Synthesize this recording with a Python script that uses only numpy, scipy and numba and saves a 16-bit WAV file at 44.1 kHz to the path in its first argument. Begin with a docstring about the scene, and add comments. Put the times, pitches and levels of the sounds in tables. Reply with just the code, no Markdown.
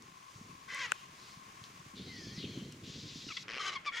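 """Vultures squabble over a carcass in open bush, close to the microphone. Their throats rattle in
quickening puffs, ring with rasping air as they hiss, and lock into falling squeaks. Farther off,
other birds hiss thinly; wings and feet scuffle in the dust and dry twigs tick. The scrub gives a
faint echo. At the microphone the handled camera clicks once and wind buffets, over a bed of
rustling leaves and the drone of the camera body."""
import sys
import numpy as np
from scipy import signal
from scipy.fft import rfft, irfft
from scipy.io import wavfile
from scipy.ndimage import uniform_filter1d, map_coordinates
from numba import njit

SR = 44100
rng = np.random.default_rng(int(sys.argv[2]) if len(sys.argv) > 2 else 0)


def bounce(signal):
    """Save signal as a 16-bit WAV file at the path given by the first command-line argument."""
    frames = np.transpose(np.atleast_2d(signal))
    limited = np.clip(frames, -1, 1)
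    pcm = np.round(limited * 32767).astype(np.int16)
    wavfile.write(sys.argv[1], SR, pcm)


N = 176400
T = np.arange(N) / SR
TOP_HZ = 15800  # upper limit of the recorder

# Three hisses at close range: t/s, level/dB, throat tuning/ratio, air against resonances/dB
FIRST_HISS = [(.678, -62, 0.97, 0), (.688, -45.5, 0.94, -0.5), (.78, -40.5, 0.95, -4),
              (.815, -40, 0.99, -2), (.86, -41, 0.85, 1), (.874, -48.5, 0.81, 15), (.92, -49, 0.73, 18)]
SECOND_HISS = [(3.48, -52.5, 0.93, 20), (3.589, -47, 0.97, 3), (3.596, -39, 1, -6.5), (3.65, -39, 0.95, 0),
               (3.685, -37, 0.97, -0.5), (3.716, -44.5, 0.92, 1), (3.74, -39, 0.98, -3),
               (3.785, -61, 0.89, 7)]
THIRD_HISS = [(3.916, -54, 0.92, -4), (3.928, -42.5, 1.02, -7), (3.974, -38, 1, -5), (4, -42, 1.07, -1)]
# Throat resonances of each: f/Hz, width/Hz, level/dB
FIRST_THROAT = [(1150, 170, -4.5), (1660, 270, -4), (2170, 310, 3.5), (3290, 240, -4.5), (5130, 250, -14)]
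SECOND_THROAT = [(1234, 134, 6.5), (2205, 190, 3), (3190, 220, 3), (4170, 110, 0.5), (5300, 210, -4.5)]
THIRD_THROAT = [(1393, 65, -3), (1832, 104, -1.5), (2190, 240, -6.5), (2950, 120, -10), (3280, 180, -6.5)]
# Spectrum of air rushing through an open beak: f/Hz, level/dB
BEAK_AIR = [(200, -22), (520, 2), (760, -7), (1100, 2.5), (2200, 4.5), (3300, 0.5), (4500, -2), (6600, -3),
            (8200, -18.5), (11000, -27.5), (16000, -45)]
def near_hiss(rows, throat, pipe_hz, low_end_db):
    """Close by, a rasping air stream rings a bird's throat, brighter with effort."""
    db, tuning, air_db = curve(rows)
    rasp = undb(walk(341.5))
    rings = unit(sum(undb(ring_db) * band(noise() * rasp, hz * tuning, width)
                     for hz, width, ring_db in throat))
    air = unit(colour(windpipe(noise() * rasp, pipe_hz * tuning), BEAK_AIR))
    low_end = lowpass(air, hz=850)
    air = air + (undb(low_end_db) - 1) * low_end  # thinned out in the first and third hiss
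    voice = (rings + undb(air_db) * air) / np.hypot(1, undb(air_db))
    effort_db = db - db.max()
    return during(rows) * undb(db) * treble_shelf(voice, hz=3500, db=effort_db + 1.5)


def windpipe(air, hz, feedback=.6):
    """Sound bounces along the windpipe, giving evenly spaced resonances hz apart."""
    return sum(feedback ** trip * map_coordinates(air, [(T - trip / hz) * SR], order=3, mode="mirror")
               for trip in range(4))


# Close throat rattles: t/s, pulses, first rate/Hz, rate step/Hz, first level/dB, level step/dB
RATTLES = [(3.4821, 13, 108.5, 2.2, -30, 0.18), (3.848, 3, 151.5, 2.5, -36.5, 4)]
# Spectrum of one pulse: f/Hz, level/dB
RATTLE_SPECTRUM = [(100, -13.5), (520, -1.5), (780, -15), (1200, -4), (2100, 3), (3100, -1), (3800, -9),
                   (5300, -6), (7000, -24), (15000, -49)]
def rattles(decay_s=.0023, jitter=.015):
    """The throat flaps open in separate puffs that come faster and louder."""
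    out, t = np.zeros(N), T[:SR // 50]
    for start, count, rate_hz, step_hz, db, step_db in RATTLES:
        for k in range(count):
            puff = rng.standard_normal(len(t)) * np.exp(-t / decay_s)
            puff[0] += 4.8  # the flap's own slap, ahead of the air
            add(out, start, puff * undb(db + k * step_db))
            start += (1 + jitter * rng.standard_normal()) / (rate_hz + k * step_hz)
    return colour(out, RATTLE_SPECTRUM)


# Close squeaks: t/s, length/s, f/Hz, fall/share of f, level/dB, strongest f/Hz,
# half harmonics/dB, roughness/0-1
SQUEAKS = [(.785, .085, 1140, .2, -41, 2190, -2, 0.3), (3.285, 0.011, 1420, 0.036, -44, 3020, -8, .5),
           (3.299, 0.02, 1444, 0.16, -44, 2060, -15, 0.62),
           (3.314, 0.017, 1196, 0.085, -44.5, 2630, -16, .5),
           (3.366, 0.013, 1421, 0.068, -36.5, 3260, 7, 0.41),
           (3.37, 0.0176, 1188, 0.142, -45.5, 2730, -10, 0.6),
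           (3.748, 0.034, 1170, 0.12, -38.5, 1670, -27, 0.18),
           (3.857, 0.046, 1212, 0.11, -35, 1720, -25, 0.29)]
def squeaks():
    """The throat locks into a short falling tone as the air fades; some split into half harmonics."""
    out = np.zeros(N)
    air = unit(lowpass(band(noise(), hz=4770, width=2700), hz=7700))
    multiples = np.arange(2, 15)[:, None] / 2
    is_half = multiples % 1 > 0
    for start, length, hz, fall, db, strongest_hz, half_db, roughness in SQUEAKS:
        progress = np.linspace(0, 1, int(length * SR))
        jitter = 1 + .095 * roughness * walk(1200)[:len(progress)]
        pitch = hz * (1 - fall * progress) * jitter
        phase = 2 * np.pi * np.cumsum(pitch) / SR
        octaves_away = np.abs(np.log2(multiples * hz / strongest_hz))
        gains = undb(-9 * octaves_away ** 1.15 + half_db * is_half)
        gains /= 1 + (multiples * hz / 4860) ** 6  # the top partials roll off
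        tone = unit((gains * np.cos(multiples * phase)).sum(0))
        breath = 2 * (1 - progress) ** 2 * undb(-10) * air[int(start * SR):][:len(progress)]
        swell = 1.14 * np.sin(np.pi * progress ** 1.07)
        add(out, start, -(tone + breath) * undb(db) * swell)
    return out


# Three hisses from farther off in the bush: t/s, level/dB, centre f/Hz
FAR_THIN_HISS = [(1.955, -67, 3700), (1.968, -55, 3700), (2.09, -57.5, 4000), (2.24, -55.5, 5200),
                 (2.34, -57.5, 4870), (2.41, -49, 3450), (2.45, -48.5, 2960), (2.49, -66, 2810)]
FAR_FULL_HISS = [(1.95, -60, 2970), (2.15, -56.5, 3270), (2.42, -52.5, 3210), (2.52, -52, 3160),
                 (2.75, -64.5, 3050)]
FAR_BROAD_HISS = [(2.835, -57, 3380), (2.91, -50.5, 3680), (3.433, -51, 3860), (3.439, -86, 3850)]
# Throat resonances of the far birds: f/ratio to the centre, base width/Hz, level/dB
THIN_THROAT = [(.98, 950, 0.5), (1.19, 950, -4)]
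FULL_THROAT = [(.72, 500, -8), (1, 480, 0), (1.33, 750, -2.5), (1.9, 1600, -12)]
def far_hiss(rows, throat, breadth):
    """A distant bird's long hiss: its throat resonances slide together, each wavering on its own."""
    db, centre_hz = curve(rows)
    rings = 0
    for ratio, width, ring_db in throat:
        gain = undb(ring_db + 2 * walk(29.97))
        air = noise()
        hz = centre_hz * ratio * (1 + .015 * walk(24.84))
        rings += gain * band(air, hz, breadth * width)
    return during(rows) * undb(db) * unit(lowpass(rings, hz=7740, order=7))


# Whistle inside the thin far hiss: t/s, f/Hz, level/dB
WHISTLE = [(2.07, 2120, -73), (2.1, 2083, -53.5), (2.27, 1698, -65.5), (2.42, 2105, -58)]
def far_whistle():
    """A faint, unsteady whistle in the distance dips and rises."""
    hz, db = curve(WHISTLE)
    pitch = hz * (1 + .02 * walk(500))
    tone = np.sqrt(2) * np.sin(2 * np.pi * np.cumsum(pitch) / SR)
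    return during(WHISTLE) * undb(db + 2 * walk(80)) * tone


# Wings and feet in the dust: middle t/s, length/s, level/dB, centre f/Hz
SCUFFLES = [(0.376, 0.24, -65.5, 5600), (0.956, 0.3, -60, 2750), (1.273, 0.29, -60.5, 4360),
            (1.656, 0.048, -61.5, 4440)]
def scuffles():
    """Feathers brush in grainy swells around the carcass."""
    out = np.zeros(N)
    for middle, length, db, hz in SCUFFLES:
        swell = np.cos(np.pi * np.clip((T - middle) / length, -.5, .5))
        grains = noise() * undb(1.1 * walk(250))
        out += undb(db) * swell * unit(band(grains, hz, width=.69 * hz))
    return out


# Twigs in the scrub: t/s, peak level/dB, f/Hz
TWIG_TICKS = [(0.0225, -45, 5500), (.7455, -38, 7150), (1.6391, -39, 3900), (2.7229, -41.5, 6250)]
def twigs(decay_s=.003):
    """Dry twigs tick, each a brief burst of bright noise."""
    out = np.zeros(N)
    for start, db, hz in TWIG_TICKS:
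        burst = noise() * (T >= start) * np.exp(-np.abs(T - start) / decay_s)
        tick = band(burst, hz, width=.82 * hz)
        out += undb(db) * tick / np.abs(tick).max()
    return out


def scrub_echo(birds, db=-9.5, t60_s=.21):
    """The surrounding scrub scatters the birds' sound back, differently to each microphone."""
    decay = np.exp(-np.log(1000) * T / t60_s)
    tails = [band(noise(), hz=2160, width=5600) * decay for _ in range(2)]
    wet = np.array([signal.fftconvolve(birds, tail)[:N] for tail in tails])
    return unit(wet) * np.std(birds) * undb(db)


# Modes of the camera body, at the microphones: f/Hz, relative level/dB, t60/s, left minus right/dB
CAMERA_MODES = [(590, -23.5, 0.017, -17), (1517, -3, 0.0094, 18.5), (1750, -6.5, 0.0085, -3),
                (2600, -1.5, 0.0049, 14), (7500, 2.5, 0.0013, -8)]
def camera_click(start_s=.9197, db=-12.5, rise_cycles=.98):
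    """The handled camera clicks: a bright tick and a hollow ring, each mode nearer one microphone."""
    age = np.maximum(T - start_s, 0)
    out = 0
    for hz, mode_db, t60, pan_db in CAMERA_MODES:
        rise = 1 - np.exp(-age * hz / rise_cycles)
        decay = np.exp(-np.log(1000) * np.minimum(age / t60, 10))
        out += pan(undb(db + mode_db) * rise * decay * np.sin(2 * np.pi * hz * age), pan_db)
    return out


# Wind on the microphone: t/s, level/dB
WIND_LEVEL = [(0, -56), (.26, -71.5), (.42, -58), (.8, -63), (1.8, -63.5), (1.95, -61), (1.99, -46.5),
              (2.15, -51.5), (2.55, -44), (2.78, -54), (2.86, -48.5), (3.36, -59.5), (4, -67.5)]
# Spectrum of its rumble: f/Hz, level/dB
WIND_SPECTRUM = [(20, -44), (45, -15.5), (100, -0.5), (170, 1.5), (300, -3.5), (420, -8), (900, -37),
                 (3000, -56)]
# Hard buffets: t/s, envelope peak level/dB, f/Hz
BUFFETS = [(.357, -45.5, 128), (0.411, -41, 218), (1.371, -46, 158), (1.616, -48.5, 126),
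           (1.862, -47.5, 123), (2.007, -39, 175), (2.378, -35.5, 170), (2.441, -32.5, 294),
           (2.574, -33, 233), (3.157, -38.5, 234), (3.267, -39.5, 269)]
def wind(flutter_db=3, rise_cycles=.555):
    """Wind strikes the microphone: a fluttering rumble with single harder buffets."""
    db, = curve(WIND_LEVEL)
    turbulence = noise() * undb(flutter_db * walk(89.8))
    out = undb(db) * unit(colour(turbulence, WIND_SPECTRUM))
    t = T[:SR // 10]
    for start, peak_db, hz in BUFFETS:
        age = hz * t / rise_cycles
        add(out, start, undb(peak_db) * age * np.exp(1 - age) * np.sin(2 * np.pi * hz * t))
    return out


# Spectrum of the leaves all around: f/Hz, level/dB
LEAF_SPECTRUM = [(30, 1), (200, -4.5), (800, 2), (2200, 6.5), (4000, -1.5), (6800, -2.5), (8500, -10.5),
                 (16000, -20.5)]
# Their rustle: t/s, level/dB, relative treble/dB
LEAF_LEVEL = [(0, -62, 2.5), (.2, -63, 4), (1.3, -59.5, 2.5), (3.43, -63.5, 5), (3.44, -57.5, -8)]
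def leaves(stereo_width=.62):
    """Leaves rustle faintly across the bush, turning louder and duller near the end."""
    db, treble_db = curve(LEAF_LEVEL)
    mid, side = [unit(colour(noise() * undb(.79 * walk(300)), LEAF_SPECTRUM)) for _ in range(2)]
    rustle = mid + stereo_width * side * np.array([[1], [-1]])
    return treble_shelf(rustle, hz=3460, db=treble_db) * undb(db + .5 * walk(21))


def camera_drone(db=-55, drop_s=1.95, drop_db=8):
    """The camera body drones, weaker and in opposite phase on the right; the level steps down once."""
    drone = unit(band(noise(), hz=1074, width=125))
    gain = undb(db + walk(8.6) - drop_db * (T > drop_s))
    return drone * gain * np.array([[1], [-.35]])


def undb(db):
    """Decibels to gain."""
    return 10 ** (np.asarray(db) / 20)


def unit(x):
    """Scale to rms 1."""
    return x / np.sqrt(np.mean(x ** 2))


def noise():
    """White noise."""
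    return rng.standard_normal(N)


def curve(rows):
    """Each column of a table joined by straight lines in time."""
    times, *columns = np.array(rows, float).T
    return [np.interp(T, times, column) for column in columns]


def during(rows):
    """1 from the first row's time to the last."""
    return (T >= rows[0][0]) & (T <= rows[-1][0])


def walk(rate_hz):
    """Smooth random wander with a spread of 1."""
    hold = max(int(SR / rate_hz), 1)
    steps = np.repeat(rng.standard_normal(N // hold + 1), hold)
    return unit(uniform_filter1d(steps, hold)[:N])


def colour(x, points):
    """Causal filter through (f/Hz, level/dB) points."""
    hz, db = np.array(points, float).T
    bin_hz = np.arange(N // 2 + 1) * SR / N
    gain = undb(np.interp(np.log(bin_hz + 1), np.log(hz), db))
    cepstrum = irfft(np.log(gain), N)
    cepstrum[1:N // 2] *= 2  # fold onto positive time for minimum phase
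    cepstrum[N // 2 + 1:] = 0
    return irfft(rfft(x) * np.exp(rfft(cepstrum)), N)


@njit
def resonator(x, hz, width):
    """State-variable band-pass with a moving centre."""
    out, band_state, low_state = np.empty(len(x)), 0., 0.
    for i in range(len(x)):
        step, damping = np.tan(np.pi * hz[i] / SR), width / hz[i]
        ring = (band_state + step * (x[i] + 1e-18 - low_state)) / (1 + step * (step + damping))
        band_state = 2 * ring - band_state
        low_state += 2 * step * ring
        out[i] = damping * ring
    return out


def band(x, hz, width):
    """A steep resonance: the band-pass twice."""
    hz = np.minimum(hz + np.zeros(N), TOP_HZ)
    return resonator(resonator(x, hz, float(width)), hz, float(width))


def lowpass(x, hz, order=2):
    """Low-pass without delay."""
    return signal.sosfiltfilt(signal.butter(order, hz, fs=SR, output="sos"), x)


def treble_shelf(x, hz, db):
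    """Raise or lower what lies above hz."""
    low = lowpass(x, hz)
    return low + undb(db) * (x - low)


def pan(x, db):
    """Place a sound; positive is left."""
    return x * undb(np.array([[db], [-db]]) / 2)


def add(out, start, x):
    """Mix a short sound in at a time."""
    i = min(max(int(start * SR), 0), N)
    out[i:i + len(x)] += x[:N - i]


def scene():
    """Near and far birds just left of centre, wind and camera at the microphone, bush all around."""
    near = (near_hiss(FIRST_HISS, FIRST_THROAT, pipe_hz=547.5, low_end_db=-7.5)
            + near_hiss(SECOND_HISS, SECOND_THROAT, pipe_hz=398, low_end_db=.5)
            + near_hiss(THIRD_HISS, THIRD_THROAT, pipe_hz=459, low_end_db=-11)
            + rattles() + squeaks())
    far = (far_hiss(FAR_THIN_HISS, THIN_THROAT, breadth=1)
           + far_hiss(FAR_FULL_HISS, FULL_THROAT, breadth=1)
           + far_hiss(FAR_BROAD_HISS, FULL_THROAT, breadth=3.6)
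           + far_whistle())
    birds = near + far + scuffles() + twigs()
    return pan(birds, db=2) + scrub_echo(birds) + camera_click() + wind() + leaves() + camera_drone()


def record(dry):
    """The recorder cuts the top steeply."""
    return signal.sosfilt(signal.ellip(8, .2, 70, TOP_HZ, fs=SR, output="sos"), dry)


dry = scene()
out = record(dry)
bounce(out)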